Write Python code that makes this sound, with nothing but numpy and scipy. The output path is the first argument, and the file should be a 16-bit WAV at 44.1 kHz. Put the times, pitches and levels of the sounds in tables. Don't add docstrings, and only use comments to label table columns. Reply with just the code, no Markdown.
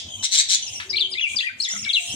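import sys
import numpy as np
from scipy import signal
from scipy.fft import rfft, irfft, next_fast_len
from scipy.io import wavfile
from scipy.ndimage import uniform_filter1d, map_coordinates

SR = 44100
rng = np.random.default_rng(int(sys.argv[2]) if len(sys.argv) > 2 else 0)


def digitize_waveform(pressure):
    field = np.atleast_2d(pressure).T
    bounded = np.clip(field, -1, 1)
    quanta = np.round(bounded * 32767).astype(np.int16)
    wavfile.write(sys.argv[1], SR, quanta)


def invert_db(level):
    return 10 ** (np.asarray(level, dtype=float) / 20)


N = 94815

# (time [s], length [s], start pitch [Hz], end pitch [Hz], level [dB])
SQUAWKS = [
    (-.08, 0.037, 3680, 3635, -18.5),
    (0.2244, 0.038, 3728, 3510, -20.5),
    (0.31, .059, 3990, 3933, -19.5),
    (0.3669, 0.05, 3597, 4272, -17.5),
    (0.4826, 0.074, 3773, 4244, -19.5),
]
BUZZ_HZ = [198, 213, 190, 165, 190]
PARTIALS_DB = [-41, 0, 0, 0, 1.5, -40]
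# (frequency [Hz], gain [dB])
BEAK = [(400, -57), (2100, 7), (3600, 0.5), (7200, 0), (9600, -11), (10600, -28), (16000, -6)]
# (time [s], length [s], start pitch [Hz], end pitch [Hz], level [dB])
SCREECHES = [
    (.37, .028, 3420, 3860, -27.5),
    (.552, 0.0086, 3400, 3640, -31),
]
# (time [s], level [dB])
FLOCKS = [(0, -46.5), (.08, -44.5), (.8, -39.5), (.95, -47.5), (1.25, -53), (1.3, -35.5), (1.45, -40.5),
          (1.56, -66), (1.6, -36.5), (1.85, -36.5), (1.93, -41), (2.03, -33.5)]
# (frequency [Hz], density [dB per Hz])
FLOCKS_COLOUR = [(600, -50), (1600, -34), (2300, -10), (3200, 0), (4800, -18), (6500, -3), (9500, -11),
                 (10800, -26)]
# (time [s], level [dB])
STREET = [(0.0, -56), (0.08, -47.5), (0.15, -51.5), (0.23, -45.5), (0.26, -56), (0.42, -60), (0.49, -51.5),
          (0.57, -56), (0.69, -47.5), (1.2, -54.5), (1.26, -62.5), (1.35, -47), (1.42, -65), (1.6, -48.5),
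          (1.66, -66), (1.81, -49.5), (2.01, -58), (2.15, -42.5)]
# (frequency [Hz], density [dB per Hz])
STREET_COLOUR = [(25, -43), (92, 1), (160, -14.5), (216, -9), (400, -20.5), (700, -13.5), (1000, -20.5),
                 (2500, -38)]
# (frequency [Hz], correlation [1])
LIKENESS = [(60, .97), (300, .82), (1200, 0)]
# (time [s], pitch [Hz], level [dB])
FAR_CALLS = [
    [(.08, 3167, -43), (.1, 3300, -42.5), (.125, 3376, -44.5), (.15, 2990, -39.5), (.17, 3373, -47.5),
     (.2, 3097, -46.5), (.222, 2920, -41)],
    [(.622, 2906, -38), (.645, 3150, -49), (.66, 3525, -47), (.668, 2786, -43), (.685, 2690, -44),
     (.7, 3447, -54.5), (.73, 3094, -48.5), (.76, 2768, -45), (.795, 2727, -48)],
    [(1.697, 2670, -49), (1.712, 2820, -47.5), (1.724, 3206, -45.5), (1.729, 2914, -48),
     (1.748, 2980, -49.5), (1.768, 3520, -47.5), (1.778, 3037, -47.5), (1.79, 2860, -49),
     (1.804, 2820, -55)],
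    [(1.806, 3587, -43), (1.82, 3400, -48), (1.835, 2640, -51), (1.848, 2500, -51)],
    [(2.003, 3710, -37), (2.03, 3155, -48.5), (2.06, 3693, -47), (2.072, 2780, -49), (2.11, 2760, -43.5),
     (2.127, 3180, -44.5), (2.15, 2905, -48)],
]
FAR_OCTAVE_DB = [-5, 7, 15, 14.5, 3.5]
# (time [s], length [s], start pitch [Hz], end pitch [Hz], level [dB])
TWITTER = [
    (1.2, .039, 6100, 6170, -47),
    (1.64, 0.023, 7300, 4600, -36),
    (1.682, 0.0179, 7500, 6800, -33),
    (1.828, 0.043, 2750, 1300, -46),
    (1.6, 0.0084, 8440, 8400, -31.5),
    (1.1, 0.018, 8800, 8800, -44.5),
]
# (time [s], peak level [dB], resonance [Hz], t60 [s])
KNOCKS = [
    (.229, -17, 1390, 0.025),
    (0.799, -14.5, 2230, 0.18),
    (1.347, -27, 925, 0.033),
    (1.701, -32, 1410, 0.17),
    (2.138, -24, 269, 0.14),
]
# (time [s], length [s], start pitch [Hz], end pitch [Hz], level [dB])
HOOTS = [
    (.84, 0.334, 374.2, 375.3, -52.5),
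    (1.72, 0.154, 199, 219.4, -49),
    (1.98, 0.36, 692, 722, -54.5),
]
# (time [s], pitch [Hz], level [dB])
PHRASE_1 = [
    [(.893, 4700, -44), (.9, 5230, -32.5), (.903, 5680, -33.5), (.906, 4900, -31), (.915, 4900, -33.5),
     (.922, 4880, -45)],
    [(.93, 2040, -41), (.94, 2295, -30), (.957, 2410, -33.5), (.96, 3735, -28), (.972, 4440, -26.5),
     (.98, 3260, -26), (.989, 2460, -32.5)],
    [(0.995, 4580, -29), (1.001, 4450, -24.5), (1.013, 3580, -19), (1.021, 3566, -27), (1.027, 3294, -25),
     (1.033, 3136, -27), (1.041, 3090, -33), (1.049, 3230, -30.5), (1.06, 3132, -24)],
]
PHRASE_2 = [
    [(1.113, 5410, -48), (1.12, 4980, -30.5), (1.135, 4800, -38), (1.139, 4040, -23), (1.143, 2280, -38)],
    [(1.168, 3946, -42.5), (1.186, 3427, -33.5), (1.192, 3324, -42), (1.196, 2740, -28), (1.2, 2516, -36),
     (1.21, 1826, -35.5)],
    [(1.209, 3330, -35.5), (1.213, 3313, -23.5), (1.219, 3234, -29.5), (1.225, 2939, -28.5),
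     (1.249, 2621, -26), (1.257, 2434, -39), (1.265, 2310, -24.5), (1.283, 2376, -29.5), (1.29, 2290, -46)],
]
PHRASE_3 = [
    [(1.358, 5940, -37), (1.366, 4940, -25), (1.378, 4470, -32.5), (1.384, 4660, -35.5), (1.387, 3720, -28),
     (1.392, 3384, -26), (1.4, 3790, -33.5), (1.406, 4250, -23)],
    [(1.408, 2610, -20), (1.416, 2790, -37), (1.419, 3314, -43), (1.43, 3113, -25)],
]
PHRASE_4 = [
    [(1.6, 4600, -29), (1.606, 4160, -23), (1.614, 4650, -34), (1.627, 5400, -31.5), (1.633, 5450, -32),
     (1.637, 4320, -24), (1.645, 3910, -28), (1.655, 3580, -31.5), (1.672, 3330, -42)],
]
PHRASE_5 = [
    [(1.848, 4650, -32), (1.852, 2950, -36), (1.857, 2336, -36), (1.875, 2200, -30), (1.884, 2250, -28),
     (1.887, 3833, -38), (1.899, 3500, -25), (1.908, 3260, -27), (1.914, 2400, -33.5)],
    [(1.93, 4645, -36), (1.938, 4040, -23), (1.948, 3700, -27), (1.956, 3380, -24), (1.964, 2880, -28),
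     (1.972, 2780, -24), (1.983, 2700, -29), (1.998, 2214, -37.5)],
]
# (time [s], length [s], start pitch [Hz], end pitch [Hz], level [dB])
ASIDES = [(.927, 0.018, 3840, 4400, -36), (1.142, .012, 3640, 4300, -47.5), (1.15, 0.04, 2062, 2600, -35.5),
          (1.2, 0.0065, 3830, 3570, -34.5), (1.31, 0.036, 2354, 2336, -38), (1.398, 0.015, 1993, 1880, -40),
          (1.432, 0.043, 1906, 2000, -39.5), (1.463, 0.03, 2692, 2076, -33),
          (1.494, 0.023, 1390, 1665, -41), (1.652, 0.011, 3220, 1760, -44),
          (1.671, 0.034, 2082, 1932, -40.5), (1.715, 0.025, 2060, 1984, -45),
          (1.752, 0.023, 2050, 2196, -41), (1.73, 0.034, 1453, 1317, -47.5),
          (1.912, 0.014, 3270, 3500, -46)]
# (frequency [Hz], t60 [s])
ROOM = [(3000, 0.51), (7000, 0.28), (14000, 0.045)]
# (frequency [Hz], gain [dB])
SHADE = [(5000, 1.5), (8000, -0.5), (12000, -4)]

SWELL_S, STOP_S = 0.023, 0.0083
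BUZZ_JITTER, BUZZ_SCATTER_DB, HOARSE, LEAK = .02, 1.5, .25, .05
SWEEP, BURST, PITCH_SCATTER = .36, .26, .07
OCTAVE_DB, THIRD_DB = -30, -18
FLUTTER_DB, NEAR_WAVER = 3.6, .012
FAR_ROUGH_DB, FAR_WAVER = 5.5, .035
FIRST_WALL_S, WALL_SPREAD, WALL_DB, WALL_LOSS_DB = .0011, 1.9, -8.5, -0.5
NEAR_WET_DB, DISTANT_WET_DB = -8, -8
LEFT_DB, RIGHT_DB, RIGHT_LAG = 6, 0, 11
PATCHY_DB, KNEE = 4.5, 6
DUCK_DB, DUCK_KNEE, DUCK_S = -4, 0.044, 0.066


def unit(x):
    return x / np.sqrt(np.mean(x ** 2) + 1e-20)


def along(points, hz):
    f, v = np.transpose(points)
    return np.interp(np.log(hz + 1), np.log(f + 1), v)


def wobble(rate, size):
    knots = rng.standard_normal(int(size * rate / SR) + 4)
    return map_coordinates(knots, [np.arange(size) * rate / SR])


def add(track, s, sound):
    start = round((s + 1) * SR)
    track[start:][:len(sound)] += sound[:len(track) - start]


def coloured(x, gain):
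    m = next_fast_len(x.shape[-1] + 8192)
    return irfft(rfft(x, m) * gain(np.fft.rfftfreq(m, 1 / SR)), m)[..., :x.shape[-1]]


def whistle(t, hz, db, edge_s, rough_db, waver, octave_db):
    phase = 2 * np.pi * np.cumsum(hz * (1 + waver * wobble(204.7, size=SR)[:len(t)])) / SR
    edges = np.clip(np.minimum(t, t[-1] - t) / edge_s, 0, 1)
    flutter_db = rough_db * np.minimum(wobble(271, size=SR)[:len(t)], 1)
    overtones = invert_db(octave_db) * (np.sin(2 * phase) + invert_db(THIRD_DB) * np.sin(3 * phase))
    return np.sqrt(2) * edges * invert_db(db + flutter_db) * (np.sin(phase) + overtones)


def sung(notes, octaves_db, edge_s, rough_db, waver):
    track = np.zeros(N + SR)
    for note, octave_db in zip(notes, octaves_db):
        s, hz, db = np.transpose(note)
        t = np.arange(round((s[-1] - s[0]) * SR)) / SR
        pitch, level = np.interp(t + s[0], s, hz), np.interp(t + s[0], s, db)
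        add(track, s[0], whistle(t, pitch, level, edge_s, rough_db, waver, octave_db))
    return track


def glides(rows, edge_s, rough_db, waver, octave_db):
    notes = [[(s, from_hz, db), (s + length, to_hz, db)] for s, length, from_hz, to_hz, db in rows]
    return sung(notes, [octave_db] * len(rows), edge_s, rough_db, waver)


def squawks():
    track = np.zeros(N + SR)
    for (s, length, from_hz, to_hz, db), buzz_hz in zip(SQUAWKS, BUZZ_HZ):
        t = np.arange(round(length * SR)) / SR
        cycle = np.cumsum(buzz_hz * (1 + BUZZ_JITTER * wobble(90, size=SR)[:len(t)])) / SR
        u = cycle % 1
        pitch_chance, level_chance = rng.standard_normal((2, 40))[:, cycle.astype(int)]
        hz = from_hz + (to_hz - from_hz) * t / length
        hz = hz * (1 + SWEEP * (u - BURST) + PITCH_SCATTER * pitch_chance)
        phase = np.pi * np.cumsum(hz) / SR
        tone = unit(sum(invert_db(level) * np.sin((k + 1) * phase + k * k) for k, level in enumerate(PARTIALS_DB)))
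        pulse = (u / BURST * np.exp(1 - u / BURST)) ** 2
        gate = (LEAK + pulse) * invert_db(BUZZ_SCATTER_DB * level_chance)
        voice = unit(gate * (tone + HOARSE * rng.standard_normal(SR)[:len(t)]))
        envelope = np.clip(np.minimum(0.11 + t / SWELL_S, (length - t) / STOP_S), 0, 1)
        add(track, s, invert_db(db) * voice * envelope)
    track = track + glides(SCREECHES, 0.0025, FAR_ROUGH_DB, FAR_WAVER, 5.5)
    return coloured(track, lambda hz: invert_db(along(BEAK, hz)))


def rush(strength, spectrum, patchy_db, lumps_db):
    z = signal.stft(rng.standard_normal((2, N)), nperseg=512)[2]
    field = uniform_filter1d(rng.standard_normal(z.shape[1:]), size=6, axis=0)
    field = uniform_filter1d(field, size=12, axis=1)
    pair = signal.istft(z * invert_db(patchy_db * unit(field)), nperseg=512)[1][:, :N]

    def mid_side_gain(hz):
        angle = np.arccos(np.clip(along(LIKENESS, hz), -1, 1)) / 2
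        return invert_db(along(spectrum, hz)) * [np.cos(angle), np.sin(angle)]

    mid, side = coloured(pair, mid_side_gain)
    db = np.interp(np.arange(N) / SR, *np.transpose(strength)) + lumps_db * wobble(13.73, size=N)
    return invert_db(db) * unit(np.array([mid + side, mid - side]))


def twitter():
    calls = sung(FAR_CALLS, FAR_OCTAVE_DB, 0.0033, FAR_ROUGH_DB, FAR_WAVER)
    return calls + glides(TWITTER, 0.0011, FAR_ROUGH_DB, FAR_WAVER, OCTAVE_DB)


def knocks():
    track, t = np.zeros(N + SR), np.arange(SR // 4) / SR
    for s, db, hz, t60 in KNOCKS:
        blow = coloured(rng.standard_normal(len(t)), lambda f: 1 / (1 + (np.log((f + 1) / hz) / 0.64) ** 4))
        add(track, s, invert_db(db - 18.5 - 60 * t / t60) * unit(blow))
    return track


def hoots():
    return glides(HOOTS, 0.024, FLUTTER_DB, 0.025, OCTAVE_DB)[SR:]


def warble():
    notes = PHRASE_1 + PHRASE_2 + PHRASE_3 + PHRASE_4 + PHRASE_5
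    phrases = sung(notes, [OCTAVE_DB] * len(notes), .001, FLUTTER_DB, NEAR_WAVER)
    return phrases + glides(ASIDES, 0.0014, FAR_ROUGH_DB, FAR_WAVER, OCTAVE_DB)


def placed(x, wet_db, left_db, right_db, size):
    hz, t, z = signal.stft(rng.standard_normal((2, SR // 2)), SR, nperseg=256)
    tail = signal.istft(z * invert_db(-60 * t / along(ROOM, hz)[:, None]), SR, nperseg=256)[1]
    answer = np.pad(invert_db(wet_db) * tail / np.linalg.norm(tail[0]), ((0, 0), (300, 0)))
    answer[0, 0], answer[1, size] = invert_db(left_db), invert_db(right_db)
    for k in range(5):
        s, db = FIRST_WALL_S * WALL_SPREAD ** k, WALL_DB - WALL_LOSS_DB * k
        arrivals = [round(s * SR), round(s * SR * 1.2) + size]
        answer[[0, 1], arrivals] += invert_db(db) * rng.choice([-1, 1], size=2)
    return signal.fftconvolve(x[None], answer, axes=1)[:, SR:SR + N]


def ducked(background, calls):
    power = uniform_filter1d(np.mean(calls ** 2, axis=0), size=round(DUCK_S * SR))
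    loud = np.sqrt(abs(power))
    return background * invert_db(DUCK_DB * loud / (loud + DUCK_KNEE))


def scene():
    scold = placed(squawks(), -4.5, 5.05, -1.1, size=RIGHT_LAG)
    flocks = rush(FLOCKS, FLOCKS_COLOUR, PATCHY_DB, 2.4)
    street = rush(STREET, STREET_COLOUR, PATCHY_DB, 1.2)
    far = placed(twitter(), DISTANT_WET_DB, 0, -0.86, size=3)
    near = placed(knocks() + warble(), NEAR_WET_DB, LEFT_DB, RIGHT_DB, size=RIGHT_LAG)
    return near + scold + far + hoots() + ducked(flocks + street, near + scold)


def low_pass(x):
    return signal.sosfilt(signal.butter(12, 15680, fs=SR, output="sos"), x)


def record(dry):
    left = coloured(dry[0], lambda hz: invert_db(along(SHADE, hz)))
    both = np.array([left, dry[1]])
    mix = both / (1 + abs(both) ** KNEE) ** (1 / KNEE)
    return low_pass(mix)


dry = scene()
out = record(dry)
digitize_waveform(out)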